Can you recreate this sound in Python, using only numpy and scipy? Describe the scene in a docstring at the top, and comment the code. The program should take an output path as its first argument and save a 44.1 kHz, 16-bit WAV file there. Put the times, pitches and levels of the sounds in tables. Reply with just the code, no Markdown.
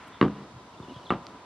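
"""Horse on a wooden platform

In a paddock, some metres from the microphone, a horse steps onto a hollow wooden platform.
Each hoof lands toe first, then heel: the box booms, the hoof clops and the planks chatter; knocks and
scuffs follow as its weight shifts. Fence and trees echo faintly over a light breeze and a far bird."""
import sys
import numpy as np
from scipy import signal
from scipy.fft import rfft, irfft
from scipy.io import wavfile
from scipy.ndimage import uniform_filter1d

SR = 44100
rng = np.random.default_rng(int(sys.argv[2]) if len(sys.argv) > 2 else 0)


def generate_wav(signal):
    """Clip the signal to [-1, 1] and save it as 16-bit WAV at the path in sys.argv[1]."""
    frames = np.transpose(np.atleast_2d(signal))
    scaled = np.clip(frames, -1, 1) * 32767
    pcm = np.round(scaled).astype(np.int16)
    wavfile.write(sys.argv[1], SR, pcm)


N = 63945

# modes of the hollow platform (frequency [Hz], level on the ramp [dB], level on top [dB], t60 [s])
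PLATFORM_MODES = [(60.3, -26.5, -21, 0.3), (145.2, -10.5, -9, 0.12), (174, -25.5, -7.5, 0.22),
                  (204.7, -2, -12, 0.23), (253.3, 5.5, -12.5, 0.087), (287.3, -6.5, -5, .19),
                  (333.7, -2.5, -12.5, 0.19), (364.3, -1, -1.5, 0.11), (440.7, -7, -7.5, 0.15),
                  (496, -17.5, -2, 0.17), (562.2, -12.5, -4.5, 0.18), (704, -20, -3, 0.09),
                  (746, -33, -4.5, .12)]


def undb(db):
    """Decibels to gain."""
    return 10 ** (np.asarray(db) / 20)


def unit(x):
    """Scale to an rms of 1."""
    return x / np.sqrt(np.mean(x ** 2) + 1e-20)


def clock():
    """Time in seconds."""
    return np.arange(N) / SR


def fade(t60):
    """Exponential decay, 60 dB down after t60 seconds."""
    return np.exp(-np.log(1000) * clock() / t60)


def arch(start, length):
    """Half a sine, silent before and after."""
    return np.sin(np.pi * np.clip((clock() - start) / length, 0, 1))


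def gains(colour, size):
    """Gain of each frequency bin from (Hz, dB) points."""
    hz, db = np.array(colour).T
    return undb(np.interp(np.log(np.fft.rfftfreq(size, 1 / SR) + 1), np.log(hz), db))


def noise(colour):
    """Coloured noise of rms 1."""
    return unit(irfft(rfft(rng.standard_normal(N)) * gains(colour, N), N))


def snap(colour):
    """Shortest causal pulse with the given colour, peak 1."""
    cepstrum = irfft(np.log(gains(colour, 2 * N)))[:N]
    cepstrum[0] /= 2
    pulse = irfft(np.exp(rfft(2 * cepstrum, 2 * N)))[:N]
    return pulse / np.abs(pulse).max()


def conv(x, response):
    """Pass x through a response."""
    return signal.fftconvolve(x, response)[:N]


def scatter(x, tail):
    """Smear x over a tail of reflections scaled to unit energy."""
    return conv(x, tail / np.sqrt(np.sum(tail ** 2)))


def at(start, x):
    """Delay a sound by start seconds."""
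    return np.concatenate([np.zeros(int(start * SR)), x])[:N]


def drift(rate_hz):
    """Smooth random drift of rms 1."""
    hold = int(SR / rate_hz)
    steps = np.repeat(rng.standard_normal(N // hold + 1), hold)
    return unit(uniform_filter1d(uniform_filter1d(steps, hold), hold)[:N])


def breeze(level_db=-49, swell_db=1.1, flicker_db=0.8):
    """Soft paddock air whose octaves swell together and flicker alone, with faint distant drones."""
    # colour of the air (frequency [Hz], level [dB])
    colour = [(20, -13), (65, 1), (130, -2), (300, 0.5), (500, -2), (800, -2), (1300, -3.5), (1550, -10),
              (2500, -17), (3700, -15.5), (5000, -21), (7000, -29.5), (10000, -36.5), (12000, -42.5),
              (14000, -56)]
    # lift of the hiss around 2 kHz (time [s], level [dB])
    treble = [(0, 7.5), (.3, 5.5), (0.551, 1), (.8, -2), (1.2, -2), (1.45, 3.5)]
    # steady narrow bands far off (frequency [Hz], half-width [Hz], level [dB])
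    drones = [(993, 38, -55), (8190, 65, -84.5)]
    freqs = np.fft.rfftfreq(N, 1 / SR) + 1
    spectrum, swell, out = rfft(noise(colour)), drift(6.6), 0
    for octave in range(4, 15):
        band = irfft(spectrum * np.clip(1 - np.abs(np.log2(freqs) - octave), 0, 1), N)
        treble_db = np.interp(clock(), *np.array(treble).T) if 2 ** octave == 2048 else 0
        out += band * undb(level_db + treble_db + swell_db * swell + flicker_db * drift(19.35))
    for hz, half_width, db in drones:
        peak = 1 / (1 + ((freqs - hz) / half_width) ** 2)
        out += undb(db) * unit(irfft(rfft(rng.standard_normal(N)) * peak, N))
    return out


def swish():
    """A faint, high breath of noise just before the first step."""
    # colour of the swish (frequency [Hz], level [dB])
    colour = [(4000, -30), (8000, 0), (10500, -1), (14000, -10)]
    return undb(-66.5) * noise(colour) * arch(start=0.067, length=0.027)


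def bird(waver=0.012, rasp_hz=700, scatter_db=-5.5):
    """A far bird twitters in short gliding notes, some pure, some raspy, scattered by the trees."""
    # notes (time [s], length [s], first [Hz], middle [Hz], last [Hz], level [dB], rasp [0-1])
    notes = [(0.113, 0.057, 3343, 3465, 3350, -52, 0.9), (0.736, 0.018, 3020, 2770, 2670, -55.5, 0.34),
             (0.773, 0.017, 3370, 3600, 3870, -55.5, 0.2), (0.822, 0.014, 3710, 3570, 3170, -54, .6),
             (0.838, 0.018, 3030, 2920, 2600, -55, .1), (0.877, 0.048, 2600, 2936, 2590, -51.5, 0.1),
             (0.909, 0.01, 4050, 3670, 3200, -52.5, .2), (0.933, 0.044, 2996, 3330, 2730, -52.5, 0.3),
             (0.971, 0.0237, 3740, 3400, 2860, -57, 0.72), (1.018, 0.026, 3000, 2900, 2700, -57.5, .4),
             (1.053, 0.024, 4355, 3650, 2900, -47, 0.4), (1.082, 0.0298, 3150, 3650, 3790, -45, .8)]
    song = 0
    for start, length, first, middle, last, db, rasp in notes:
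        progress = np.clip((clock() - start) / length, 0, 1)
        glide_hz = np.polyval(np.polyfit([0, 0.5, 1], [first, middle, last], 2), progress)
        phase = 2 * np.pi * np.cumsum(glide_hz * (1 + waver * drift(900))) / SR
        voice = np.sqrt(1 - rasp) + np.sqrt(rasp / 2) * (drift(rasp_hz) + 1j * drift(rasp_hz))
        song += undb(db) * np.sqrt(arch(start, length)) * np.imag(voice * np.exp(1j * phase))
    leaves = rng.standard_normal(N) * fade(0.25)
    return undb(-1) * (song + undb(scatter_db) * scatter(song, leaves))


def ring(modes, place, tuning=1, wobble=0.011):
    """Wood rings by where it is struck (0 ramp, 1 top); loose joints unsettle the pitch."""
    looseness, out = wobble * (1 - fade(0.19)), 0
    for hz, ramp_db, top_db, t60 in modes:
        gain = undb(ramp_db + place * (top_db - ramp_db))
        unsteady_time = clock() + np.cumsum(looseness * drift(70)) / SR
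        out += gain * fade(t60) * np.cos(2 * np.pi * hz * tuning * unsteady_time)
    return out


def push(ms):
    """Force of a contact: the longer, the duller."""
    progress = clock() * 1000 / (ms / 4)
    force = progress * np.exp(-progress)
    return force / force.sum()


def chatter(split_hz=1100, rise_s=0.001):
    """Struck planks rattle, the lows outlasting the highs."""
    # colour of the rattle (frequency [Hz], level [dB])
    colour = [(40, -28.5), (110, -25), (200, -2.5), (400, -1.5), (750, 2), (1250, 3), (1700, -8.5),
              (3000, -13.5), (5000, -28.5), (8000, -41.5), (14000, -63)]
    rattle = noise(colour)
    low = signal.sosfiltfilt(signal.butter(2, split_hz, fs=SR, output="sos"), rattle)
    return (low * fade(0.23) + (rattle - low) * fade(0.17)) * (1 - np.exp(-clock() / rise_s))


def hooves(grit=0.42, edge_share=0.36, clop_share=0.54):
    """Each contact cracks, clops, booms and chatters; the hard edge bites faster than the whole hoof."""
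    # hoof contacts (time [s], boom [dB], clop [dB], crack [dB], chatter [dB], push length [ms],
    # place [0 ramp, 1 top], plank pitch [ratio])
    contacts = [(0.2124, -17.5, -13, -13, -31.5, 0.64, 0, 0.98),
                (.2261, -16.5, -12, -18.5, -28.5, 0.91, 0, 0.99), (.2325, -20.5, -26, -26, -41, 2.44, 0, 1),
                (1.1043, -28.5, -15.5, -23, -31.5, 0.85, 0.89, 1),
                (1.1094, -26, -19.5, -28, -36, 0.95, 0.55, 1),
                (1.1206, -22.5, -32, -20, -36, 1.37, 0.47, 0.63),
                (1.1362, -39, -20, -29, -48.5, 1.32, 0.79, 1.05)]
    # modes of the plank underfoot (frequency [Hz], level on the ramp [dB], level on top [dB], t60 [s])
    plank_modes = [(740, -19, -27, 0.035), (910, -13.5, -19, 0.027), (1060, -24, -28, 0.04),
                   (1152, -2.5, -36, 0.072), (1218.6, -7, 3, 0.07), (1314, -20, -7, 0.1),
                   (1332, -41.5, -3.5, 0.1), (1616, -7.5, -26.5, 0.036), (1915, -15.5, 3, 0.027),
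                   (2192, -11, 2, 0.037), (2700, -28, 12.5, 0.035), (2910, 8, 8, 0.018),
                   (3815, 4, -6, 0.018), (4580, -3, -23.5, 0.027), (6700, -2, -23, 0.02),
                   (7800, -24.5, 22, .011)]
    # colour of the crack (frequency [Hz], level [dB])
    colour = [(40, -45), (85, -19), (140, -2), (300, 3.5), (700, -1.5), (1300, -5), (2100, -4), (2450, -15),
              (2900, -23), (3300, -13.5), (4200, -16.5), (5500, -33.5), (8000, -26.5), (14000, -51)]
    out = 0
    for start, boom_db, clop_db, crack_db, chatter_db, ms, place, tuning in contacts:
        crack = 2 * undb(crack_db) * (snap(colour) + grit * noise(colour) * fade(0.025))
        clop = undb(clop_db) * conv(ring(plank_modes, place, tuning), push(ms * clop_share))
        boom = undb(boom_db) * conv(ring(PLATFORM_MODES, place), push(ms))
        blow = conv(crack + clop + boom, push(ms * edge_share))
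        out += at(start, blow + undb(chatter_db) * chatter())
    return out


def knocks(grit=0.32):
    """Planks knock dully under the shifting weight."""
    # light knocks (time [s], thud [dB], ring [dB], push length [ms])
    blows = [(0.248, -45, -21.5, 2.1), (0.2609, -25, -22, 1.35), (0.2813, -37, -39.5, 0.2),
             (0.307, -29, -46, 4.3), (.404, -65, -47.5, 1.06), (0.534, -29, -57, 5.6),
             (0.557, -21, -57, 7.9), (0.7995, -32, -43, 0.97), (0.831, -64, -43.5, 1.8),
             (0.8825, -62, -39, 1.7), (0.9596, -27.5, -51, 3.1), (1.149, -31, -31, 2.9),
             (1.345, -78, -43.5, 1.8)]
    # colour of the thud (frequency [Hz], level [dB])
    colour = [(25, -68.5), (60, -13), (120, 6.5), (300, -8), (600, -22), (1200, 0.5), (2500, -24.5),
              (9000, -52)]
    platform, out = ring(PLATFORM_MODES, place=0.37), 0
    for start, thud_db, ring_db, ms in blows:
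        thud = 2 * snap(colour) + grit * noise(colour) * fade(0.018)
        out += at(start, conv(undb(thud_db) * thud + undb(ring_db) * platform, push(ms)))
    return out


def scuffs(judder_hz=128.3, uneven=0.081):
    """A hoof sticks and slips along a plank: an uneven train of tiny pushes into the wood."""
    # slides of the hoof (time [s], length [s], level [dB])
    slides = [(0.491, 0.039, -57), (0.888, 0.048, -45), (1.329, 0.041, -51.5)]
    # colour of one slip (frequency [Hz], level [dB])
    colour = [(70, -24), (170, 0.5), (260, 5.5), (350, 3.5), (450, -18), (1200, -24), (3000, -45),
              (12000, -85)]
    cycles = np.cumsum(judder_hz * (1 + uneven * drift(150))) / SR
    slips = np.diff(np.floor(cycles), prepend=0)
    judder = unit(conv(slips, snap(colour)))
    return judder * sum(undb(db) * np.sqrt(arch(start, length)) for start, length, db in slides)


def tick(start=1.2679, grit=0.11):
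    """One small bright tick, perhaps a buckle."""
    # colour of the tick (frequency [Hz], level [dB])
    colour = [(300, -20), (1700, -7.5), (3500, -3), (5000, 1.5), (6000, -9), (7200, -20), (14000, -45)]
    click = snap(colour) + grit * noise(colour) * fade(0.008)
    return at(start, undb(-28.5) * click)


def bend(x, travel_ms_at_1khz=0.926):
    """Bending waves in the planks speed up with the root of frequency, so the lows arrive later."""
    khz = np.fft.rfftfreq(2 * N, 1 / SR) / 1000
    lag = 4 * np.pi * travel_ms_at_1khz * np.sqrt(khz)
    return irfft(rfft(x, 2 * N) * np.exp(-1j * lag))[:N]


def paddock(x, echo_db=-18, rise_s=0.026):
    """The direct sound plus a scattered echo from fence and trees."""
    # colour of the echo (frequency [Hz], level [dB])
    colour = [(50, -24), (130, 4), (300, -4.5), (700, 2), (1300, -2), (3000, -3.5), (9000, 2.5)]
    tail = noise(colour) * fade(t60=1) * (1 - np.exp(-clock() / rise_s))
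    return x + undb(echo_db) * scatter(x, tail)


def scene():
    """Horse and bird are straight ahead; only hiss and a trace of scatter differ from left to right."""
    # colour of the hiss from the sides (frequency [Hz], level [dB])
    side_hiss = [(40, -36), (300, -3), (900, 3.5), (2500, -2), (4500, -5.5), (7000, -8), (10000, -16.5),
                 (12000, -19), (14000, -29.5)]
    horse = paddock(bend(hooves() + knocks() + scuffs()))
    mid = horse + bird() + tick() + swish() + breeze()
    bright_tail = noise([(100, -22), (400, -23.5), (1200, 8.5), (4000, 31)]) * fade(0.02)
    side = undb(-59.5) * noise(side_hiss) + undb(-21) * scatter(horse, bright_tail)
    return np.array([mid + side, mid - side])


def record(dry, low_hz=60, top_hz=14000):
    """The microphone cuts the deepest bass and the top."""
    thinned = signal.sosfilt(signal.butter(3, low_hz, "high", fs=SR, output="sos"), dry)
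    return signal.sosfilt(signal.ellip(8, 0.2, 70, top_hz, fs=SR, output="sos"), thinned)


dry = scene()
out = record(dry)
generate_wav(out)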